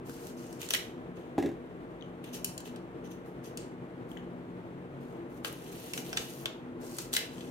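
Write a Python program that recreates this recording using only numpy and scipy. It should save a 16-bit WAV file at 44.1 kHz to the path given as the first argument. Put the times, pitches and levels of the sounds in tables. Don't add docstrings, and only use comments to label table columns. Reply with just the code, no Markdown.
import sys
import numpy as np
from scipy import signal
from scipy.fft import rfft, irfft
from scipy.io import wavfile
from scipy.ndimage import uniform_filter1d

SR = 44100
rng = np.random.default_rng(int(sys.argv[2]) if len(sys.argv) > 2 else 0)


def inscribe(sig):
    pcm = np.round(np.clip(np.atleast_2d(sig).T, -1, 1) * 32767)
    wavfile.write(sys.argv[1], SR, pcm.astype(np.int16))


N = 330750

# (frequency [Hz], bandwidth [Hz], level [dB])
FLESH_MODES = [(1836, 280, -5), (2430, 470, 0), (2710, 780, -1), (3560, 980, -4.5)]
SKIN_MODES = [(4540, 780, -5), (5460, 630, -3.5), (6440, 1480, -6.5), (8320, 1330, -2)]
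JUICE_MODES = [(10660, 5100, 1.5), (13630, 3200, 5)]


def undb(db):
    return 10 ** (np.asarray(db) / 20)


def unit(x):
    return x / np.sqrt(np.mean(x ** 2))


def pan(db):
    return undb([[db / 2], [-db / 2]])


def band(x, hz, width_hz):
    return signal.lfilter(*signal.iirpeak(hz, hz / width_hz, SR), x)


def body(x, modes):
    power = sum(undb(2 * db) * np.pi * width / SR for _, width, db in modes)
    rings = ((-1) ** k * undb(db) * band(band(x, hz, 1.62 * width), hz, 1.62 * width)
             for k, (hz, width, db) in enumerate(modes))
    return sum(rings) / np.sqrt(power)


def on_log(hz, table):
    table_hz, values = np.transpose(table)
    return np.interp(np.log(hz), np.log(table_hz), values)


def bursts(times, gains, decay_s):
    kicks = np.zeros(N)
    np.add.at(kicks, (times * SR).astype(int), gains)
    return signal.lfilter([1], [1, -np.exp(-1 / (decay_s * SR))], kicks)


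def stereo_noise(shared):
    common, left, right = rng.standard_normal((3, N))
    return np.sqrt(shared) * common + np.sqrt(1 - shared) * np.array([left, right])


def flicker(rate_hz):
    return unit(band(rng.standard_normal(N), rate_hz, 2 * rate_hz))


def fan(level_db=-43.5, swell_db=0.75, pan_db=1.55, right_lag_s=0.00029):
    rush = [(20, -46), (32, -37), (45, -19.5), (76, -23), (120, -10), (210, -16.5), (300, -9.5), (600, -17),
            (1000, -21.5), (2000, -30), (3500, -40.5), (5000, -51.5), (8000, -52.5), (16000, -60.5)]
    hums = [(49, 10.6, 7), (138.3, 3.6, 10.5), (179, 4.1, 16), (246.1, 7.2, 15), (342.1, 11, 9.5),
            (388, 13, 4.5), (462.5, 14.2, 9), (496.5, 4.4, 7.5), (615, 32, 3)]
    coherence = [(40, 0.6), (130, 0.93), (290, 0.96), (640, 0.88), (1400, 0.27), (3000, 0.034),
                 (15000, .02)]
    hz = np.maximum(np.fft.rfftfreq(N, 1 / SR), 1)
    hum_power = sum((undb(db) ** 2 - 1) / (1 + (2 * (hz - f) / width) ** 2) for f, width, db in hums)
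    spectrum = undb(on_log(hz, rush)) * np.sqrt(1 + hum_power)
    shared = on_log(hz, coherence)
    common, left, right = rfft(rng.standard_normal((3, N)))
    delay = np.exp(-2j * np.pi * hz * right_lag_s)
    coherent = np.sqrt(shared) * np.array([common, common * delay])
    diffuse = np.sqrt(1 - shared) * np.array([left, right])
    air = irfft(spectrum * (coherent + diffuse), N)
    drift_db = swell_db * unit(band(rng.standard_normal(N), 2.3, 7.0))
    return unit(air) * undb(level_db - drift_db) * pan(pan_db)


def stroke_gains(attack_db_per_s=1506, release_db_per_s=322):
    # (start [s], duration [s], first skin level [dB], last skin level [dB],
    # flesh re skin [dB], juice re skin [dB], hollow re skin [dB])
    strokes = [(0.06, 0.24, -60, -57.5, -4.5, -0.5, -9), (0.375, 0.27, -59, -68, -5, -1, -2),
               (0.603, 0.049, -51.5, -50, 1.5, -0.5, -12), (0.71, 0.015, -41, -55, -7, 5, -1),
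               (0.7345, 0.021, -41, -43.5, -9, 2, -15), (1.16, 0.18, -69, -88, 8, -2, -4),
               (2.24, 0.04, -66, -62, 8.5, 1, -2), (2.337, 0.012, -46, -46.5, -1, 0.5, -2),
               (2.445, 0.044, -54, -52, -5, -9, -14), (2.657, 0.036, -52.5, -64, 3, -1, -4),
               (3.046, 0.017, -65, -66.5, 5, 0, 3), (3.116, 0.0093, -54.5, -66, 3, 2, 1.5),
               (3.26, 0.065, -70, -80, -7, 3, -8), (3.443, 0.027, -59, -58.5, -1.5, -1, -3),
               (3.59, 0.035, -60, -58, 0, -12, -12), (4.092, 0.094, -67, -77, -1, 2, -10),
               (5.01, 0.15, -72.5, -76, 2, 0.5, -12), (5.3, 0.08, -74, -69, -4, 3, -12),
               (5.453, 0.029, -44, -51.5, 3, 2, -12), (5.53, 0.17, -63, -58, 2, 1, -13),
               (5.72, 0.195, -57.5, -55, 1.5, 1.5, -12), (5.94, 0.051, -53, -47.5, -5, 2, -11),
               (6.05, 0.086, -55, -56, 3, 3, -14), (6.163, 0.14, -50, -56, 1, 1, -13),
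               (6.3, 0.13, -56.5, -57.5, -2, 3.5, -9), (6.814, 0.2, -57.5, -51.5, -7, -1.5, -15),
               (6.985, 0.081, -46, -60, -3, 0, -18), (7.134, 0.026, -40.5, -39, -3, 2, -15),
               (7.17, 0.077, -50, -60, 11.5, -3, -12), (7.32, 0.2, -59.5, -62, -0.5, -3, -6)]
    t = np.arange(N) / SR
    power = np.zeros((4, N))
    for start, length, first_db, last_db, flesh_db, juice_db, hollow_db in strokes:
        skin_db = np.interp(t, [start, start + length], [first_db, last_db])
        skin_db -= attack_db_per_s * np.maximum(start - t, 0)
        skin_db -= release_db_per_s * np.maximum(t - start - length, 0)
        power += (undb(skin_db) * undb([[0], [flesh_db], [juice_db], [hollow_db]])) ** 2
    return np.sqrt(power)


def tear(pops_per_s=700, spread_db=3.0, limit_db=17, steady_hiss=2.4, flicker_db=2.0, flicker_hz=25):
    hollow_modes = [(2760, 660, -6), (6024, 620, 3)]
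    bursting = rng.random(N) < pops_per_s / SR
    sizes = undb(np.minimum(spread_db * rng.exponential(size=N), limit_db))
    pops = uniform_filter1d(bursting * sizes, size=12)
    hiss = unit(unit(pops) + steady_hiss) * stereo_noise(shared=0.066)
    layers = zip(stroke_gains(), (SKIN_MODES, FLESH_MODES, JUICE_MODES, hollow_modes))
    out = sum(body(gain * undb(flicker_db * flicker(flicker_hz)) * hiss, modes) for gain, modes in layers)
    return out * pan(1.0)


def room(x, wet_db=-4.0, first_echo_s=0.0019):
    decays = [(700, 0.34), (2500, 0.4), (6000, 0.3), (12000, 0.34)]  # (frequency [Hz], reverberation time T60 [s])
    t = np.arange(int(.5 * SR)) / SR
    tail = sum(band(rng.standard_normal((2, len(t))), hz, hz) * undb(-60 * t / t60) / np.sqrt(hz * t60)
               for hz, t60 in decays)
    tail *= t > first_echo_s
    tail /= np.sqrt(np.sum(tail ** 2) / 2)
    return undb(wet_db) * signal.fftconvolve(x[None], tail, axes=1)[:, :N]


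def cracks(snap_s=0.0026, spit_s=0.002, crunch_s=0.0086, rise_s=0.00071, ring_s=0.0016, width_hz=700):
    # (time [s], base level [dB], low ring [Hz], high ring [Hz], high ring [dB],
    # core [dB], skin [dB], juice [dB], crunch [dB], left minus right [dB]); layer levels are offsets
    splits = [(0.0948, -51.5, 3015, 7540, 0, 4.5, 2, 2, -10, 1),
              (0.269, -48, 3600, 6000, 5, -7, 1, 1, -12, -1),
              (0.527, -55, 1900, 5880, 8, -4, 10.5, 7, -15, 4),
              (0.616, -39.5, 2900, 6750, 3, -10, -1, 0, -22, -10),
              (0.629, -40, 2950, 6900, -3, -5, -9, -12, -14, 5),
              (0.688, -40.5, 3400, 7000, 4, -6, 4, -1, -15, -5),
              (0.706, -23.5, 3020, 5910, 4.5, -5.5, -4, -4.5, -22, 0.5),
              (0.7364, -19, 2890, 6420, -5.5, -15.5, -9, -13, -15, 7.5),
              (0.74, -24.5, 2790, 6960, -3, -10, -5, -10, -36, 6),
              (0.747, -27.5, 2210, 5790, -9, -26, -8, -9, -10, -13),
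              (0.765, -34, 2950, 6200, -4, -12, -4, -16, -15, 4),
              (2.2413, -48, 2890, 8550, -5, -16, -8, -5, -8, 0),
              (2.4447, -37, 2680, 6900, 7, -30, 6.5, 10.5, -10, 4),
              (2.5777, -46, 3270, 6200, 1, -17, 11.5, 4, -14, 1.5),
              (2.603, -48, 3300, 4500, 3, -4, 1, 0, -15, 5),
              (2.7602, -49.5, 3300, 4640, -4, -2, -1.5, -4, -12, 3),
              (3.5728, -40.5, 2960, 6600, -6, -14, 6, -1, -12, 3),
              (4.114, -59, 3140, 8000, 0, -4, 0, 2, -14, 5),
              (5.4464, -29, 1550, 3020, 7, -0.5, -5.5, -9, -17, 5.5),
              (5.5267, -51, 1850, 10950, 10, -8, -4, 10, -20, 10),
              (5.9349, -31, 2540, 6750, -10, -14, -0.5, -6, -10.5, -1.5),
              (5.976, -33, 2510, 6130, 2, -4, -1.5, -13, -11, -1),
              (6.129, -33.5, 2660, 5500, 4.5, -1, -6.5, -22, -11.5, 0),
              (6.1708, -23.5, 3480, 6520, -2, -12, -7, -20, -18, -2.5),
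              (6.173, -25, 2500, 6200, -3, -14, -4, -16, -18, -1),
              (6.181, -38, 2800, 5000, -4, -8, -14, -12, -21, 8),
              (6.4568, -23.5, 3320, 1470, -5, -11, -9.5, -16, -13.5, 0.5),
              (6.985, -35.5, 4100, 6600, 3, 0.5, 4.5, -6, -10, -0.5),
              (7.13, -37, 3730, 4500, 0, -20, 2, -3, -4.5, -4),
              (7.137, -31, 3980, 7390, 11, -3.5, 4, 0, -17, 5),
              (7.1496, -28, 3930, 5960, -8, -21, -5, -7, -13, 1),
              (7.1646, -20, 3850, 4850, 0.5, -19, -2, -8, -29, 3),
              (7.1666, -20.5, 2100, 4200, -10, -22, -11, -10, -20, 7),
              (7.174, -30, 2600, 5230, -2, -22, -8, -10, -17, -5),
              (7.4073, -45, 3400, 6250, -2, -22, -11, -14, -8, 3)]
    core_modes = [(720, 440, 0), (1527, 220, 4.5)]
    times, db, low_hz, high_hz, high_db, core_db, skin_db, juice_db, crunch_db, pan_db = np.array(splits).T
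    layers = ((0, FLESH_MODES, snap_s), (core_db, core_modes, snap_s),
              (skin_db, SKIN_MODES, snap_s), (juice_db + 1.5, JUICE_MODES, spit_s))
    out = np.zeros((2, N))
    for layer_db, modes, decay_s in layers:
        sides = [undb(db - 1 + layer_db + side_db) for side_db in (pan_db / 2, -pan_db / 2)]
        envelope = [bursts(times, gains, decay_s) + bursts(times, gains * undb(crunch_db), crunch_s)
                    for gains in sides]
        out += body(stereo_noise(shared=0.54) * envelope, modes)
    for ring_hz, ring_db in ((low_hz, db + 5), (high_hz, db + high_db)):
        noise = stereo_noise(shared=0.26)
        for start, level_db, hz, noise_db, side_db in zip(times, ring_db, ring_hz, crunch_db, pan_db):
            at = int(start * SR)
            t = np.arange(min(int(.12 * SR), N - at)) / SR
            ping = np.sin(2 * np.pi * hz * t) * np.exp(-t / ring_s) * (1 - np.exp(-t / rise_s))
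            crunch = noise[:, at:at + len(t)] * undb(noise_db) * np.exp(-t / crunch_s)
            ring = ping + body(crunch, [(hz, width_hz, 0)])
            out[:, at:at + len(t)] += ring * undb(level_db) * pan(side_db)
    return out


def ticks(rise_s=0.00076, roughness=0.41, rough_hz=300):
    # (time [s], level [dB], low partial [Hz], high partial [Hz], high re low [dB], left minus right [dB])
    wet_ticks = [(1.172, -52, 2680, 6540, -12, 7.7), (2.0105, -51, 3640, 5960, -17, 10),
                 (2.0235, -41, 3080, 6370, -17, 10), (4.1153, -49, 3140, 7000, -17, 12),
                 (4.169, -42, 1840, 6850, -21, 11), (4.173, -44, 3040, 6600, -17, 15.6),
                 (7.381, -48, 3180, 4500, -16, 14)]
    t = np.arange(int(.03 * SR)) / SR
    envelope = t / rise_s * np.exp(1 - t / rise_s)
    wobble = unit(band(band(flicker(rough_hz), rough_hz, rough_hz), rough_hz, rough_hz))
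    out = np.zeros((2, N))
    for start, db, low_hz, high_hz, high_db, pan_db in wet_ticks:
        at = int(start * SR)
        tone = np.sin(2 * np.pi * low_hz * t) + undb(high_db) * np.sin(2 * np.pi * high_hz * t)
        out[:, at:at + len(t)] += envelope * tone * undb(db) * pan(pan_db)
    return out * (1 + roughness * wobble)


def soft_impact(modes, t, push_cycles=0.7):
    return sum(undb(db - 60 * t / t60) * np.sin(2 * np.pi * hz * t)
               * (1 - np.exp(-t * hz / push_cycles)) ** 2 for hz, db, t60 in modes)


def slice_on_plate(thud_db=-8.0, click_db=-3.0, click_s=0.0031, rattle_db=-11, rattle_s=0.029):
    landings = [(1.38, -12.5, -3, -26.5), (1.386, -28.5, 12.5, -10.5), (1.3975, -24, -11, -23),
                (1.425, -26, 0, -13), (1.436, -21.5, -10, -33), (1.447, -17, -16, -39),
                (1.4595, -18, -27, -22), (1.489, -25, -9, -28), (1.515, -28, -10, -28)]
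    table_modes = [(95, -7, 0.086), (201, -19, 0.22), (294.4, 10, 0.058), (337, 1.5, 0.09), (414, 5, 0.054),
                   (488, 1.5, 0.027)]
    plate_modes = [(768, 5.5, 0.033), (890, -4, 0.015)]  # (frequency [Hz], level [dB], T60 [s])
    clink_modes = [(1810, 370, 9.5), (2730, 290, 0.5), (3580, 500, -0.5), (6200, 2000, -9.5),
                   (12300, 5000, -17.5)]
    times, db, plate_db, offset_db = np.transpose(landings)
    t = np.arange(int(.3 * SR)) / SR
    table_ring, plate_ring = soft_impact(table_modes, t), soft_impact(plate_modes, t)
    thuds = np.zeros(N)
    for at, gain, hardness in zip((times * SR).astype(int), undb(db + thud_db), undb(plate_db)):
        thuds[at:at + len(t)] -= gain * (table_ring + hardness * plate_ring)
    hits = undb(db + offset_db + click_db)
    contact = bursts(times, hits, click_s) + undb(rattle_db) * bursts(times, hits, rattle_s)
    return thuds + body(rng.standard_normal(N) * contact, clink_modes)


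def close_reflection(x, start_s=2.43, end_s=2.64, lag_s=0.00072, echo_db=-5.5):
    t = np.arange(N) / SR
    reflecting = (t > start_s) & (t < end_s)
    return x + reflecting * undb(echo_db) * np.roll(x, int(lag_s * SR), axis=1)


def scene():
    apple = close_reflection(cracks() + tear() + ticks())
    apple[0] = np.roll(apple[0], 8)
    drop = slice_on_plate()
    return apple + drop + room(apple.mean(0) + drop / 3) + fan()


def record(dry, cutoff_hz=15900):
    return signal.sosfilt(signal.ellip(10, .2, 70, cutoff_hz, fs=SR, output="sos"), dry)


dry = scene()
out = record(dry)
inscribe(out)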